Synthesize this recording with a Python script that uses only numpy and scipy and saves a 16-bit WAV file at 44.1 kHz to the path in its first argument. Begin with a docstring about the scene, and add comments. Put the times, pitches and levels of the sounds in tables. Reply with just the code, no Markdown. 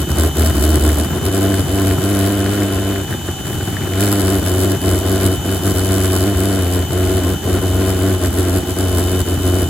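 """On a concrete drive, a homemade pulsejet runs while an electric air pump blows into its intake.
It chugs slowly, climbs to a hard buzz, nearly starves at three seconds, catches again and keeps stumbling.
Each cycle swings the air in the pipe, bangs, roars and spits hissing gas, all made from one shared rhythm.
The bangs and noises are pulses and random noise, shaped in pitch; the pump is a set of steady tones over
a rush of air."""
import sys
import numpy as np
from scipy import signal
from scipy.fft import rfft, irfft, next_fast_len
from scipy.io import wavfile

SR = 44100
rng = np.random.default_rng(int(sys.argv[2]) if len(sys.argv) > 2 else 0)


def transcribe(u):
    """Save the signal u as a 16-bit wav file named by the first command-line argument.

    u: samples, shape (n,) or (channels, n), limited to [-1, 1]; the rate is SR.
    q: integer samples, one column per channel.
    """
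    v = np.clip(np.atleast_2d(u).T, -1, 1)
    q = np.round(v * 32767).astype(np.int16)
    wavfile.write(sys.argv[1], SR, q)


N = 427329
TIME = np.arange(N) / SR  # seconds
BINS = np.fft.rfftfreq(N, 1 / SR)  # Hz

# Likeness of the noise at the two microphone ports: (frequency [Hz], likeness [0-1])
PORT_LIKENESS = [(100, 0.88), (300, 1), (600, 0.43), (1400, 0.72), (2300, 0.24), (4400, 0.28), (5500, 1),
                 (6300, 0.17), (7500, 0.84), (9200, 1), (12000, 1), (15800, 1)]
# Phase between the ports: (frequency [Hz], how far left leads [rad])
PORT_PHASE = [(20, 0), (4200, -.3), (5400, -3.2), (6900, -6.28), (9100, -9.42), (11350, -12.57),
              (13650, -15.7), (15800, -18.85)]
# Balance of the whole scene: (frequency [Hz], left minus right [dB])
LEFT_RIGHT_BALANCE = [(60, -1.5), (120, 2.5), (240, -1.5), (480, 1.5), (950, 3.5), (1890, 1.5), (3770, 3.5),
                      (7520, 0), (15000, 0.0)]

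# The pump holds nearly one speed: (time [s], blade tone [Hz], level [dB])
PUMP_SPEED = [(0, 3025, -35), (2, 3023, -36.5), (4, 3016, -36), (5.8, 3024, -35), (7.2, 3024, -37),
              (7.8, 3026, -36), (8.45, 3016, -40.5), (8.8, 3017, -36.5), (9.69, 3016, -35.5)]
# Pump tones, as multiples of the shaft speed: one column (order [tones per shaft turn])
SHAFT_ORDERS = [5, 6, 10, 12, 18, 20, 21, 24]
# Loudness of each of those tones, in the same order: (left [dB], right [dB])
SHAFT_TONE_LEVELS = [(0, 2), (-16, -12.5), (-12.5, -9), (-8.5, -9), (-12, -7), (-8, -8), (-16, -16),
                     (-22, -22)]
# Colour of the pump's air: (frequency [Hz], density [dB per Hz])
PUMP_AIR_COLOUR = [(100, -9), (400, -16), (800, 25.5), (1600, -24.5), (2400, 10), (3400, 14), (4800, 4),
                   (7000, 11.5), (9000, 11.5), (12000, -4), (15800, -24)]
BLADES = 5

# How hard the engine runs as the fuel is adjusted, before stumbles, flares and the mix:
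# (time [s], pipe swing [dB], bang [dB], jet hiss [dB])
FIRING_LEVELS = [(0, -13.5, -18, -28.5), (1.02, -11, -17, -26.5), (1.09, -14, -17.5, -32.5),
                 (1.4, -17.4, -18, -31), (2.25, -18, -17.5, -30.5), (2.95, -21, -20.5, -36.5),
                 (3.13, -23, -23.5, -34.5), (3.56, -24.5, -25, -35.5), (3.94, -21, -23.5, -37),
                 (4.0, -17, -17.5, -26.5), (4.8, -17, -18, -30.5), (6.1, -17, -18.5, -29.5),
                 (6.5, -16.5, -18.5, -31.7), (7.6, -16, -18.3, -32.5), (8.7, -16.5, -19, -31),
                 (9.69, -17, -20, -32.5)]
# Basic firing rate, before sags and drift: (time [s], rate [firings per second])
FIRING_RATE = [(0, 75), (0.41, 79), (0.6, 74), (0.99, 75.5), (1.15, 92.8), (1.4, 95), (2.25, 99.5),
               (2.91, 98), (3.48, 93), (3.94, 94), (4.06, 102), (4.29, 93.5), (5.75, 96), (6.45, 94),
               (6.69, 91.5), (7.7, 93.5), (8.6, 92), (9.69, 90)]
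# How unevenly the charge burns, before stumbles and drift: (time [s], roughness [0-1])
BURN_ROUGHNESS = [(0, 0.55), (1.05, 0.47), (1.2, 0.52), (1.35, 0.39), (2.0, 0.36), (2.15, 0.24),
                  (2.95, 0.39), (3.1, 0.77), (3.85, 0.84), (4.0, 0.2), (4.2, 0.33), (4.8, 0.48),
                  (5.9, 0.36), (6.7, 0.32), (7.4, 0.48), (7.9, 0.33), (9.69, .44)]
# The flame falters and catches again: (time of weakest point [s], depth [dB], half length [s])
STUMBLES = [(0.063, 13, 0.02), (0.144, 5.5, .018), (0.325, 12, .023), (0.526, 5, .017), (0.607, 3, .013),
            (0.787, 4.5, .011), (.958, 3.9, .017), (1.084, 6.1, .039), (1.207, 10, .017),
            (1.307, 4.5, 0.0097), (1.652, 7, .021), (1.981, 5, .018), (3.065, 6, .022), (3.204, 6.5, 0.031),
            (3.352, 5.5, .027), (3.43, 4.5, .014), (4.424, 4, 0.026), (4.787, 7, .022), (5.013, 2.5, .028),
            (5.406, 8.5, 0.037), (5.609, 6.5, .019), (5.734, 5, 0.0078), (6.881, 8, .03),
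            (7.213, 3.5, .012), (7.394, 8.5, .037), (7.604, 4.5, .011), (8.183, 4.5, .019),
            (8.31, 5.5, .02), (8.642, 6.6, 0.033), (8.75, 7.5, .015), (9.24, 8, .016), (9.379, 4.6, .02),
            (9.684, 4, 0.027)]
# A rich charge flares up and drives the jet harder: (time [s], extra hiss [dB])
FLARES = [(.251, 3.5), (.463, 5), (.65, 3.5), (1.017, 2), (1.546, 2), (1.877, 5.5), (4.476, 5.5),
          (4.643, 3), (4.912, 4.1), (5.261, 6), (5.676, 3.1), (6.047, 5.5), (6.127, 0), (6.75, 3),
          (7.897, 3.9), (8.262, 4.5), (8.391, 5), (8.574, 3.3), (8.811, 4), (8.993, 4.5), (9.206, 6.5),
          (9.463, 4), (9.545, 4), (9.627, 4.9)]

# Resonances of the pipe, rung by bangs and flame: (frequency [Hz], width [Hz], strength [dB])
PIPE_RESONANCES = [(200, 43, -9.5), (306, 87, -2), (372.3, 21, -0.5), (629.5, 63, 1), (1038, 57, 5.5),
                   (1425, 100, -11)]
# Colour of the bangs: (frequency [Hz], density [dB per Hz])
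BANG_COLOUR = [(60, -59.5), (125, -16), (190, 1.5), (290, 1.5), (380, -0.5), (470, -2.5), (570, -15),
               (680, -5.5), (850, -28.5), (1050, -22.5), (1500, -16.5), (2200, -29.5), (5000, -44)]
# Colour of the flame's roar: (frequency [Hz], density [dB per Hz])
ROAR_COLOUR = [(20, -55), (45, -42), (75, 8), (130, -2), (220, -1.5), (350, 4), (440, -0.5), (550, -3.5),
               (680, -3.5), (880, -14.5), (1500, -14.5), (2300, -35), (3700, -16.5), (6000, -54)]
# Colour of the starved flame: (frequency [Hz], density [dB per Hz])
STARVED_COLOUR = [(20, -31), (50, -14), (90, -5), (140, 4), (200, -5), (370, -4), (480, -17), (620, -15),
                  (750, -17.5), (1050, -21.5), (1500, -18.5), (2400, -30), (6000, -38.5)]
# Colour of the jet's hiss: (frequency [Hz], density [dB per Hz])
JET_COLOUR = [(500, -6.5), (1500, 2.5), (2400, -12.5), (3600, -4), (4600, -2.5), (5600, -3), (6500, -7),
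              (7800, 2.5), (9200, 3), (11000, 1), (12500, -1), (14000, -4), (15800, -8)]
# Colour of the rasp at the pipe's mouth: (frequency [Hz], density [dB per Hz])
RASP_COLOUR = [(400, -9), (900, -8.5), (1150, -4), (1550, 1.5), (1950, -2), (2500, -4.5), (3700, -7.5),
               (5000, -14), (9000, -45)]
# Rasp compared with the bang level: (time [s], level [dB])
RASP_LEVEL = [(0, -16), (1.2, -16), (2.3, -13.5), (3.0, -13), (3.9, -10.5), (4.5, -17.5), (6.5, -15),
              (8, -16), (9.69, -18)]
# Late charges that go off with a pop: (time [s], relative strength [dB])
LATE_POPS = [(0.095, -16), (1.536, -13), (3.147, -17), (3.287, -13), (7.476, -10)]
# Sharp spits of burning fuel: (time [s], relative strength [dB])
FUEL_SPITS = [(3.0808, -25), (3.1263, -19), (3.1384, -22), (3.2156, -26), (3.286, -22), (3.3882, -20),
              (3.455, -21.5), (3.5299, -25), (3.6077, -19), (3.7359, -24), (3.768, -16), (3.8186, -22),
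              (3.9454, -26)]
# Colour of a spit of fuel: (frequency [Hz], density [dB per Hz])
SPIT_COLOUR = [(300, -22), (900, -17), (1300, 1), (1700, 8), (2100, -3), (2600, -11), (3700, 0),
               (6000, -35)]

# What a stumble does besides weakening the bangs, for each dB of its depth
SWING_DIP_DB, HISS_DIP_DB, SAG_HZ, ROUGH_RISE = 1.4, 1.06, 0.9, 0.07
SWING_LAG_S, SAG_LAG_S = 0.0078, 0.014  # the air column dies away and slows a little after the burn
HISS_STRETCH, SAG_STRETCH = 1.09, 1.27  # hiss and rate take longer to recover
FLARE_S = 0.011  # half length of a flare
FLARE_SWING, FLARE_BANG = 0.47, 0.35  # shares of a flare that reach the swing and the bangs
# Chance changes in the firing: sizes, then how quickly they move
RATE_DRIFT_HZ, BURN_WAVER_DB, HISS_FLICKER_DB = 2.0, 0.61, 1.2
DRIFT_SPEED_HZ, WAVER_SPEED_HZ, FLICKER_SPEED_HZ = 8, 15, 24
# For each Hz of faster drift: harder bangs, less swing, a more even burn
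BANG_DB_PER_HZ, SWING_DB_PER_HZ, ROUGH_PER_HZ = 0.19, 0.29, 0.015


def gain_of(db):
    """Turns decibels into a gain."""
    return 10 ** (np.asarray(db) / 20)


def evened(x):
    """Scales a sound to an average (rms) strength of 1."""
    return x / np.sqrt(np.mean(x ** 2) + 1e-20)


def read(points, hz=BINS):
    """Reads a frequency table at every bin, on a log-frequency axis."""
    table_hz, value = np.transpose(points)
    return np.interp(np.log(hz + 1), np.log(table_hz + 1), value)


def curves(rows):
    """Reads the columns of a time table at every sample."""
    s, *columns = np.transpose(rows)
    return [np.interp(TIME, s, column) for column in columns]


def wander(rate_hz):
    """Smooth random motion of rms 1, moving up to about the given rate."""
    size = next_fast_len(N, True)
    hz = np.fft.rfftfreq(size, 1 / SR)
    smoothed = rfft(rng.standard_normal(size)) / (1 + (hz / rate_hz) ** 4)
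    return evened(irfft(smoothed, size)[:N])


def colour(x, db):
    """Filters a sound by a gain per bin in dB; minimum phase, so nothing rings before its cause."""
    log_gain = np.interp(abs(np.fft.fftfreq(8192, 1 / SR)), BINS, np.log(gain_of(db)))
    response = np.exp(np.conj(signal.hilbert(log_gain)))
    taps = np.fft.ifft(response).real[:4096]
    return signal.oaconvolve(x, taps)[:N]


def noise_pair(db, phase=0, surge=1):
    """Turbulence, surging at its source, then coloured, as the two ports hear it."""
    a, b = (rfft(colour(surge * white, db)) for white in rng.standard_normal((2, N)))
    same = np.clip(read(PORT_LIKENESS), 0, 1)
    left = a * np.exp(1j * phase)
    right = same * a + np.sqrt(1 - same ** 2) * b
    return evened(irfft(np.array([left, right]), N))


def yard(x, wet_db=-13, t60_s=0.077):
    """Adds scattered echoes off nearby walls, different at each port and fading 60 dB in t60_s."""
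    t = np.arange(SR // 3) / SR
    sparse = rng.random((2, len(t))) < 0.03
    echoes = rng.standard_normal((2, len(t))) * sparse * (t > 0.004)
    echoes = echoes * gain_of(-60 * t / t60_s)
    echoes /= np.linalg.norm(echoes, axis=1, keepdims=True)
    return x + gain_of(wet_db) * signal.fftconvolve(x[None], echoes, axes=1)[:, :N]


def pump(waver_hz=1.601, flicker_db=1.0, air_db=-34, left_lead_turns=0.15):
    """The turning impeller makes tones at multiples of its shaft speed, over the rush of its air."""
    hz, level = curves(PUMP_SPEED)
    shaft_turns = np.cumsum(hz + waver_hz * wander(22.0)) / SR / BLADES
    lead = left_lead_turns * np.array([[1], [0]])
    whine = 0
    for order, ports_db in zip(SHAFT_ORDERS, SHAFT_TONE_LEVELS):
        tone_turns = order * shaft_turns % 1 + rng.random() + lead
        tone = np.sqrt(2) * np.sin(2 * np.pi * tone_turns)
        # Hot, moving air makes the higher tones fade in and out more
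        fading = evened(gain_of(flicker_db * np.log(1 + order / BLADES) * wander(11)))
        whine = whine + gain_of(ports_db)[:, None] * tone * fading
    air = noise_pair(read(PUMP_AIR_COLOUR), read(PORT_PHASE))
    return gain_of(level) * whine + gain_of(air_db) * air


def swell(s, half_length):
    """A smooth bump of height 1 around one moment, at every 64th sample."""
    return np.exp(-0.5 * ((TIME[::64] - s) / half_length) ** 2)


def stumbling(lag_s=0, stretch=1):
    """Depth of the stumbles in dB, felt a little later or longer by some parts of the engine."""
    dips = sum(db * swell(s + lag_s, length * stretch) for s, db, length in STUMBLES)
    return np.interp(TIME, TIME[::64], dips)


def flaring():
    """Height of the flares in dB."""
    bumps = sum(db * swell(s, FLARE_S) for s, db in FLARES)
    return np.interp(TIME, TIME[::64], bumps)


def running():
    """Rate, roughness and levels: a stumble weakens, slows and roughens the firing; a flare lifts it."""
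    swing_db, bang_db, hiss_db = curves(FIRING_LEVELS)
    dip, flare = stumbling(), flaring()
    waver = BURN_WAVER_DB * wander(WAVER_SPEED_HZ)
    drift = RATE_DRIFT_HZ * wander(DRIFT_SPEED_HZ)
    flicker = HISS_FLICKER_DB * wander(FLICKER_SPEED_HZ)

    hz = curves(FIRING_RATE)[0] - SAG_HZ * stumbling(SAG_LAG_S, SAG_STRETCH) + drift
    rough = curves(BURN_ROUGHNESS)[0] + ROUGH_RISE * dip - ROUGH_PER_HZ * drift
    rough = np.clip(rough, 0.01, 0.97)

    swing_db = swing_db - SWING_DIP_DB * stumbling(SWING_LAG_S) + FLARE_SWING * flare
    swing_db = swing_db + waver - SWING_DB_PER_HZ * drift
    bang_db = bang_db - dip + FLARE_BANG * flare + waver + BANG_DB_PER_HZ * drift
    hiss_db = hiss_db - HISS_DIP_DB * stumbling(stretch=HISS_STRETCH) + flare + waver + flicker
    return hz, rough, swing_db, bang_db, hiss_db


def pipe_db():
    """Gain in dB of the pipe's resonances above the plain sound."""
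    peaks = sum(gain_of(db) / (1 + (2 * (BINS - hz) / width) ** 2) for hz, width, db in PIPE_RESONANCES)
    return 20 * np.log10(1 + peaks)


def per_cycle(turns, spread_db):
    """A random strength for each cycle."""
    strengths = gain_of(spread_db * np.clip(rng.standard_normal(4000), -2, 2))
    return strengths[np.floor(turns).astype(int) % 4000]


def gate(turns, at, width, spread_db):
    """One puff a cycle, centred on the share 'at' of the cycle; width is also a share."""
    shifted = turns - at + 0.5
    puff = np.exp(-0.5 * ((shifted % 1 - 0.5) / width) ** 2)
    return puff * per_cycle(shifted, spread_db)


def swing(turns, hz, rough, flutter_db=3, chug_hz=71, chug_width_hz=18, chug_db=-2):
    """The air column swings nearly as a sine; uneven burns stir the slow chug, which beats with the buzz."""
    strength = gain_of(flutter_db * rough * wander(54))
    chug_colour = -20 * np.log10(1 + (2 * (BINS - chug_hz) / chug_width_hz) ** 2)
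    stirred = evened(colour(rng.standard_normal(N), chug_colour))
    fast = np.interp(hz, [78, 88], [0.15, 1])  # more stirring at faster firing
    column = np.sqrt(2) * np.cos(2 * np.pi * turns) * strength
    return evened(column + gain_of(chug_db) * fast * rough * stirred)


def bangs(turns, rough, at=0.37, spread_db=4.5):
    """One pressure pulse a cycle rings the pipe; an uneven burn varies its moment and strength."""
    count = np.floor(turns - at + 0.035 * rough * wander(60))
    fired = np.diff(np.maximum.accumulate(count), prepend=count[0])  # 1 where a new cycle fires
    pulses = fired * per_cycle(turns, spread_db) ** rough
    return evened(colour(pulses, read(BANG_COLOUR) + pipe_db()))


def roar(turns, starved, steady=0.44):
    """Flame noise surges twice a cycle; a starved flame flutters low and does not ring the pipe."""
    first = gate(turns, at=0.777, width=0.1, spread_db=3.0)
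    second = gate(turns, at=0.11, width=0.16, spread_db=0.0)
    fed = noise_pair(read(ROAR_COLOUR) + pipe_db(), surge=steady + first + second)
    flutter = noise_pair(read(STARVED_COLOUR), surge=gain_of(2.7 * wander(107)))
    return np.sqrt(1 - starved) * fed + np.sqrt(starved) * flutter


def rasp(turns, steady=0.17, grit_db=3.0):
    """Gas tears at the pipe's mouth, once blown out and once sucked back in each cycle."""
    blown = gate(turns, at=0.76, width=0.075, spread_db=2.8)
    sucked = 0.8 * gate(turns, at=0.2, width=0.075, spread_db=2.8)
    grit = gain_of(grit_db * wander(550))
    return noise_pair(read(RASP_COLOUR) + pipe_db(), surge=(steady + blown + sucked) * grit)


def jet(turns, hz, steady=0.37, crackle_db=2.4):
    """A crackling spit of gas each cycle; in the slow chug it comes later in the cycle."""
    late = np.interp(hz, [78, 86], [0.37, 0])  # share of a cycle
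    spit = steady + gate(turns - late, at=0.96, width=0.11, spread_db=2.3)
    crackle = gain_of(crackle_db * wander(1500))
    return noise_pair(read(JET_COLOUR), read(PORT_PHASE), spit * crackle)


def bursts(rows, spectrum, push_s, puff, decay_s, level_db):
    """Each stray charge is a short push of pressure with a fading puff of flame noise."""
    out = np.zeros(N)
    t = np.arange(SR // 20) / SR
    for s, db in rows:
        push = (1 - t / push_s) * np.exp(-t / push_s)
        flame = puff * rng.standard_normal(len(t)) * np.exp(-t / decay_s)
        out[round(s * SR):][:len(t)] += gain_of(db) * (push + flame)
    return gain_of(level_db) * colour(out, read(spectrum))


def pops():
    """Deep pops of late charges and bright spits of fuel."""
    deep = bursts(LATE_POPS, ROAR_COLOUR, push_s=0.001, puff=0.35, decay_s=0.005, level_db=11)
    bright = bursts(FUEL_SPITS, SPIT_COLOUR, push_s=0.00015, puff=0.55, decay_s=0.0025, level_db=8)
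    return deep + bright


def pulsejet(bang_mix_db=1, roar_mix_db=-1, hiss_mix_db=3.5):
    """One firing cycle drives swing, bangs, roar, rasp and jet; an uneven burn trades bangs for roar."""
    hz, rough, swing_db, bang_db, hiss_db = running()
    starved = np.clip((rough - 0.55) / 0.156, 0, 1)  # a very rough burn counts as starved
    turns = np.cumsum(hz) / SR + 0.05 * rough * wander(35)  # cycles so far, with uneven timing

    low = gain_of(swing_db - 2.8 * starved) * swing(turns, hz, rough)
    buzz = gain_of(bang_db + bang_mix_db - 3 * starved) * np.sqrt(1 - rough) * bangs(turns, rough)
    flame = gain_of(bang_db + roar_mix_db + 3.3 * starved) * np.sqrt(rough) * roar(turns, starved)
    mouth = gain_of(bang_db + curves(RASP_LEVEL)[0] - 5.0 * starved) * rasp(turns)
    gas = gain_of(hiss_db + hiss_mix_db) * np.sqrt(1 - rough ** 4) * jet(turns, hz)
    return low + flame + gas + mouth + yard(buzz + pops())


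def scene():
    """Pump and engine together, balanced between left and right at each frequency."""
    balance_db = np.array([[0.5], [-0.5]]) * read(LEFT_RIGHT_BALANCE)
    return irfft(rfft(pulsejet() + pump()) * gain_of(balance_db), N)


def record(dry):
    """The microphone sheds the deepest bass and rounds the highest peaks; then the top treble is cut."""
    bass_cut = signal.butter(4, 49, "highpass", fs=SR, output="sos")
    lean = signal.sosfilt(bass_cut, dry)
    rounded = lean / (1 + (lean / 0.87) ** 12) ** (1 / 12)
    treble_cut = signal.firwin(511, 15900, window=("kaiser", 9), fs=SR)
    return signal.oaconvolve(rounded, treble_cut[None], "same")


dry = scene()
out = record(dry)
transcribe(out)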